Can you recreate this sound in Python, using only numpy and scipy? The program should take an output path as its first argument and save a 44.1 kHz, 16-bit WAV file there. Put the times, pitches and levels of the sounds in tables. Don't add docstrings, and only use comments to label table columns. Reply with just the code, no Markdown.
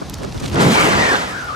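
import sys
import numpy as np
from scipy import signal
from scipy.fft import irfft
from scipy.io import wavfile
from scipy.ndimage import uniform_filter1d

SR = 44100
rng = np.random.default_rng(int(sys.argv[2]) if len(sys.argv) > 2 else 0)


def elevation(decibels):
    levels = np.asarray(decibels, float)
    return 10 ** (levels / 20)


def put_to_file(sound):
    columns = np.atleast_2d(sound).T
    safe = np.clip(columns, -1, 1)
    whole_steps = np.round(safe * 32767)
    wavfile.write(sys.argv[1], SR, whole_steps.astype(np.int16))


N = 68355

# start_s, buffeting_db, eddy_speed_ratio, blast_db, blast_brightness_db_per_octave
AIRFLOW = [(0, -34, 1, -72, -2), (.1, -29, 0.9, -72, 0), (.18, -29, 0.71, -70, 0), (.24, -27, 1.27, -55, 2),
           (.34, -28, 0.59, -53.5, 7), (.44, -24.5, 0.81, -40.5, 4), (.5, -25.5, 1.1, -54, 9),
           (.56, -16.5, 2, -21, -4.5), (.61, -14, 2.9, -14, -1.4), (.66, -13.5, 1.74, -16, -1.7),
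           (.72, -18.5, 2.45, -16, 1), (.79, -24.5, 1.3, -11.5, -1.5), (.87, -18, 3.3, -13.5, -1.5),
           (.95, -19.5, 1.73, -14.5, -1.13), (1.15, -28.5, 1.3, -15, -1.33), (1.2, -30, 1.8, -22.5, 0.5),
           (1.27, -33.5, 1.4, -24, -1.6), (1.38, -35.5, 1.6, -34, 0.5), (1.55, -38, 0.79, -35, 0)]
# start_s, share_of_wobble_removed (0-1)
EDGE_STEADINESS = [(1.15, .3), (1.4, .7)]
EDGE_WIDTH_HZ, EDGE_SIDE_DB = 155, 1


def evened(x):
    return x / np.sqrt(np.mean(x ** 2) + 1e-20)


def read(points, hz):
    f, value = np.transpose(points)
    return np.interp(np.log(hz + 1), np.log(f + 1), value)


def curve(table, t, axis):
    rows = np.array(table)
    return np.interp(t, rows[:, 0], rows[:, axis])


def air(spectrum, same, size, patchy_db, flicker_db, tilt=None, speed=None, lead=((1, 0), (2, 0))):
    hop = size // 4
    frames = N // hop + 5
    hz = np.fft.rfftfreq(size, 1 / SR)[:, None]
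    s = np.arange(frames) * hop / SR
    a, b, c, d, patches = rng.standard_normal((frames, len(hz), 5)).T
    patches = uniform_filter1d(patches, size=size // 100, axis=0)
    patches = evened(uniform_filter1d(patches, size=2600 // hop, axis=1))
    flicker = evened(uniform_filter1d(rng.standard_normal(frames), size=1 + 500 // hop))

    like = np.clip(read(same, hz), -1, 1)
    left = a + 1j * b
    shared = like * left * np.exp(-1j * read(lead, hz))
    z = np.array([left, shared + np.sqrt(1 - like ** 2) * (c + 1j * d)])

    stretch = 1 if speed is None else np.maximum(speed(s), .3)
    shape = elevation(read(spectrum, hz / stretch)) * (hz > 0)
    z *= shape / np.sqrt(np.mean(shape ** 2, axis=0))
    z *= elevation(patchy_db * patches + flicker_db * flicker)
    scale = np.sqrt(np.mean(signal.istft(z, nperseg=size, noverlap=size - hop)[1] ** 2))
    if tilt is not None:
        octaves_up = np.log2(np.maximum(hz / 1500, 1))
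        z *= elevation(octaves_up * tilt(s))
    return signal.istft(z, nperseg=size, noverlap=size - hop)[1][:, :N] / scale


def bursts(t, s, length):
    return np.sin(np.pi * np.clip((t - s) / length, 0, 1)) ** 2


def vortex_tone(t, table, width_hz, side_db, steady):
    waver = evened(uniform_filter1d(rng.standard_normal(N), size=700))
    pitch_hz = curve(table, t, axis=1) * (1 + .022 * waver)
    turn = np.exp(2j * np.pi * np.cumsum(pitch_hz) / SR)

    r = np.exp(-np.pi * width_hz / SR)
    noise = rng.standard_normal((2, N)) + 1j * rng.standard_normal((2, N))
    drift = signal.lfilter([1], np.convolve([1, -r], [1, -r]), noise)
    spread = np.mean(drift.real ** 2)

    removed = curve(steady, t, axis=1)
    tone = np.sqrt(2) * (turn * drift / abs(drift) ** removed).real
    mid, side = tone * (2 * spread) ** ((removed - 1) / 2)
    sounding = (t > table[0][0]) * (t <= table[-1][0])
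    level = sounding * elevation(curve(table, t, axis=2))
    return level * np.array([mid + elevation(side_db) * side, mid - elevation(side_db) * side])


def canopy_hiss():
    # pitch_hz, level_db (per Hz)
    spectrum = [(800, 5), (2000, -5), (3200, -4), (5000, -4), (8000, -13.5), (11500, -20.5), (15500, -33)]
    # pitch_hz, left_right_likeness (0-1)
    same = [(800, 1), (3000, 0.86), (15000, 0.56)]
    return elevation(-37) * air(spectrum, same, size=512, patchy_db=1.4, flicker_db=1.3)


def rustle(t):
    # start_s, length_s, level_db, thin_crackle_share (0-1)
    rubs = [(0.104, 0.008, -41, .2), (0.135, 0.0033, -33, 0.05), (0.14, 0.0095, -46, 0.3),
            (0.148, .01, -43, 1), (0.208, 0.039, -43.5, 0.44), (.238, .008, -38, .1), (.314, .016, -39, .1),
            (.343, .006, -38, .2), (0.382, 0.0046, -36, .1), (0.397, .012, -31.5, 0.57),
            (0.421, 0.0088, -36, 0.6), (0.434, .016, -31, 0.36), (0.449, 0.021, -29, 0.27),
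            (0.473, 0.019, -31, .4), (0.498, 0.0041, -34, 0.1), (0.517, 0.03, -33, 0.35),
            (0.541, 0.0097, -32.5, 0.6), (0.556, 0.0041, -23.5, 0.25), (.571, 0.015, -34, .4),
            (0.594, 0.0061, -27, 0.7), (0.598, 0.048, -26.5, 0.9)]
    # pitch_hz, level_db (per Hz)
    dull_spectrum = [(1500, 7.5), (2800, 14.5), (5000, 8), (9000, -11.5), (13000, -30), (16000, -42)]
    # pitch_hz, level_db (per Hz)
    thin_spectrum = [(2500, -7), (6000, 3.5), (10000, -1), (13500, -18), (16000, -28)]
    snaps = rng.random(N) < 8000 / SR
    snaps = snaps * elevation(2.6 * np.minimum(rng.exponential(1, N), 3))
    snaps = snaps * rng.choice([-1, 1], N)
    hz = np.fft.rfftfreq(128, 1 / SR)

    def coloured(spectrum):
        ring = np.roll(irfft(elevation(read(spectrum, hz))), 64) * np.hanning(128)
        return evened(np.convolve(snaps, ring, "same"))

    dull, thin = coloured(dull_spectrum), coloured(thin_spectrum)
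    cloth = np.zeros(N)
    for s, length, db, share in rubs:
        mix = dull + np.clip(share, 0, 1) * (thin - dull)
        cloth += elevation(db) * np.sqrt(bursts(t, s, length)) * mix
    return np.array([cloth, 0.98 * cloth + 0.079 * np.roll(cloth, 40)])


def ticks():
    # start_s, peak_db, centre_hz, spread_octaves
    knocks = [(.0977, -17, 8000, 1.1), (.1407, -15.5, 7500, .8), (.1427, -17, 5000, .45),
              (.1862, -26, 4000, 1), (.234, -21, 3200, .9), (.248, -24, 4500, .5), (.3245, -23, 3800, .6),
              (.345, -29, 6500, .6), (.378, -22, 4500, .6), (.4328, -21, 4000, .9), (.456, -25, 4500, .7),
              (.4603, -15.5, 4200, .7), (.4965, -31, 10000, .5), (.516, -21, 3200, .5),
              (.547, -26, 8000, .8), (.5585, -22, 3800, .7), (.6205, -20, 10000, .8),
              (1.4443, -33, 14000, .5)]
    t60_s, rise_s = .0045, .00015
    out, t = np.zeros(N), np.arange(600) / SR
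    for (s, db, centre, spread), luck in zip(knocks, rng.random((len(knocks), 3, 30, 1))):
        f = np.geomspace(1800, 15000, 30)[:, None] * (.96 + .08 * luck[0])
        weight = np.exp(-(np.log2(f / centre) / spread) ** 2 / 2)
        decay = elevation(-60 * t / (t60_s * (.5 + luck[1])))
        ring = (weight * decay * np.cos(2 * np.pi * f * t - 4 * luck[2])).sum(0)
        ring *= 1 - np.exp(-(t / rise_s) ** 2)
        part = out[round((s - rise_s) * SR):][:len(t)]
        part += (elevation(db) * ring / abs(ring).max())[:len(part)]
    return out * elevation([[-1.1], [1.1]])


def puffs(t):
    # middle_s, level_db, length_s, left_right_db
    gusts = [
        (0.025, -23.5, 0.034, 2),
        (0.197, -29, 0.04, 1),
        (0.237, -27, 0.078, -5),
        (0.285, -29, 0.047, -2),
        (0.358, -25, 0.052, -2.5),
        (0.415, -23.5, 0.0074, 16),
        (0.441, -26, 0.07, -4.5),
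        (0.517, -43, 0.016, -5),
    ]
    # pitch_hz, level_db (per Hz)
    spectrum = [(100, 9.5), (400, 10), (900, -2.5), (1500, -1.5), (2500, -44)]
    level = 0
    for s, db, length, pan in gusts:
        ports = elevation(db + np.array([[pan], [-pan]]) / 2)
        level = level + ports * bursts(t, s - length / 2, length)
    opposed = [(100, -0.77), (1500, -0.63)]  # pitch_hz, left_right_likeness
    return level * air(spectrum, opposed, size=512, patchy_db=0.0, flicker_db=3.5)


def fizz(t):
    # start_s, level_db
    flare = [(0, -64), (.38, -58), (.58, -56), (.618, -39), (.65, -33.5), (.694, -33), (.75, -33),
             (.768, -40), (.802, -32), (.87, -33.5), (.95, -45), (1.2, -52), (1.3, -46), (1.42, -58),
             (1.55, -63)]
    # pitch_hz, level_db (per Hz)
    spectrum = [(4000, -18), (6500, 2.5), (9000, -1), (12000, -9), (15800, -17)]
    sizzle = air(spectrum, [(5000, .85), (12000, .97)], size=256, patchy_db=.6, flicker_db=1.8)
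    return elevation(curve(flare, t, axis=1)) * sizzle


def strap_tone(t):
    # start_s, pitch_hz, level_db
    path = [(0.739, 780, -35), (0.764, 850, -23), (.8, 1250, -24), (.83, 1300, -28), (.86, 1250, -41),
            (1.27, 1250, -50), (1.31, 1300, -35), (1.36, 1400, -33), (1.39, 1390, -36)]
    return vortex_tone(t, path, EDGE_WIDTH_HZ, EDGE_SIDE_DB, EDGE_STEADINESS)


def cavity_moan(t):
    # start_s, pitch_hz, level_db
    path = [(.5, 59.84, -36), (0.541, 85.8, -21.5), (.58, 132.6, -24.5), (.605, 217.3, -23),
            (0.629, 249, -14.5), (.66, 153.3, -16.5), (0.691, 188.5, -22), (0.704, 221.5, -17),
            (.735, 239.6, -18), (0.771, 231.4, -43), (0.851, 162.5, -18)]
    # start_s, share_of_wobble_removed (0-1)
    steady = [(0, .9), (2, .9)]
    return vortex_tone(t, path, width_hz=30, side_db=-12.5, steady=steady)


def edge_whistle(t):
    # start_s, pitch_hz, level_db
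    path = [(.72, 2250, -45), (0.791, 2260, -20), (0.849, 2156, -34), (.97, 1960, -34), (.995, 1934, -23),
            (1.1, 1787, -24.5), (1.158, 1521, -23.5), (1.185, 1500, -41), (1.23, 1720, -41),
            (1.269, 1950, -37), (1.315, 1760, -36), (1.349, 1690, -35), (1.379, 1506, -31),
            (1.44, 1464, -31), (1.466, 1373, -36), (1.491, 1272, -27), (1.525, 1220, -30.5),
            (1.55, 1276, -28)]
    return vortex_tone(t, path, EDGE_WIDTH_HZ, EDGE_SIDE_DB, EDGE_STEADINESS)


def buffeting(t):
    # pitch_hz, level_db (per Hz)
    spectrum = [(15, -42), (30, -10.5), (60, -4.5), (110, -4), (200, -7), (400, -16.5), (1000, -29),
                (2500, -36.5)]
    # pitch_hz, left_right_likeness (0-1)
    same = [(30, 0.72), (60, 1), (130, 0.78), (290, 0.58), (640, 0.16), (1400, 0.26)]
    rumble = air(spectrum + [(5000, -65)], same, size=1024, patchy_db=0.54, flicker_db=-0.5,
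                 speed=lambda s: curve(AIRFLOW, s, axis=2))
    return elevation(curve(AIRFLOW, t, axis=1)) * rumble


def blast(t):
    # pitch_hz, level_db (per Hz)
    spectrum = [(60, -27), (200, -7.5), (600, -3), (1400, -2.5), (2400, -9), (3500, -12.5), (8000, -22.5),
                (15500, -45.5)]
    # pitch_hz, left_right_likeness (0-1)
    same = [(100, 1), (400, 0.43), (1100, 0.97), (2400, 0.26), (4000, 0.95), (8000, 0.44), (12000, 0.99)]
    # pitch_hz, shift_radians
    port_shift = [(260, -1), (1100, -2), (1800, -2.5), (3700, -1.6), (6000, -1.16), (10000, -1), (15400, 1)]
    roar = air(spectrum, same, size=512, patchy_db=1.5, flicker_db=0.65,
               tilt=lambda s: curve(AIRFLOW, s, axis=4), lead=port_shift)
    return elevation(curve(AIRFLOW, t, axis=3)) * roar


def scene():
    t = np.arange(N) / SR
    harness = rustle(t) + ticks()
    tones = strap_tone(t) + cavity_moan(t) + edge_whistle(t)
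    wind = canopy_hiss() + puffs(t) + fizz(t) + buffeting(t) + blast(t)
    return harness + tones + wind


def roll_off(x):
    return signal.sosfilt(signal.butter(12, 15850, fs=SR, output="sos"), x)


def record(dry):
    low_cut = signal.butter(2, 41, "high", fs=SR, output="sos")
    cut = signal.sosfilt(low_cut, dry)
    treble_limit = signal.firwin(511, 15720, window=("kaiser", 9), fs=SR)
    band = signal.oaconvolve(cut, treble_limit[None], "same")
    mix = np.clip(band, -1, 1)
    return roll_off(mix)


dry = scene()
out = record(dry)
put_to_file(out)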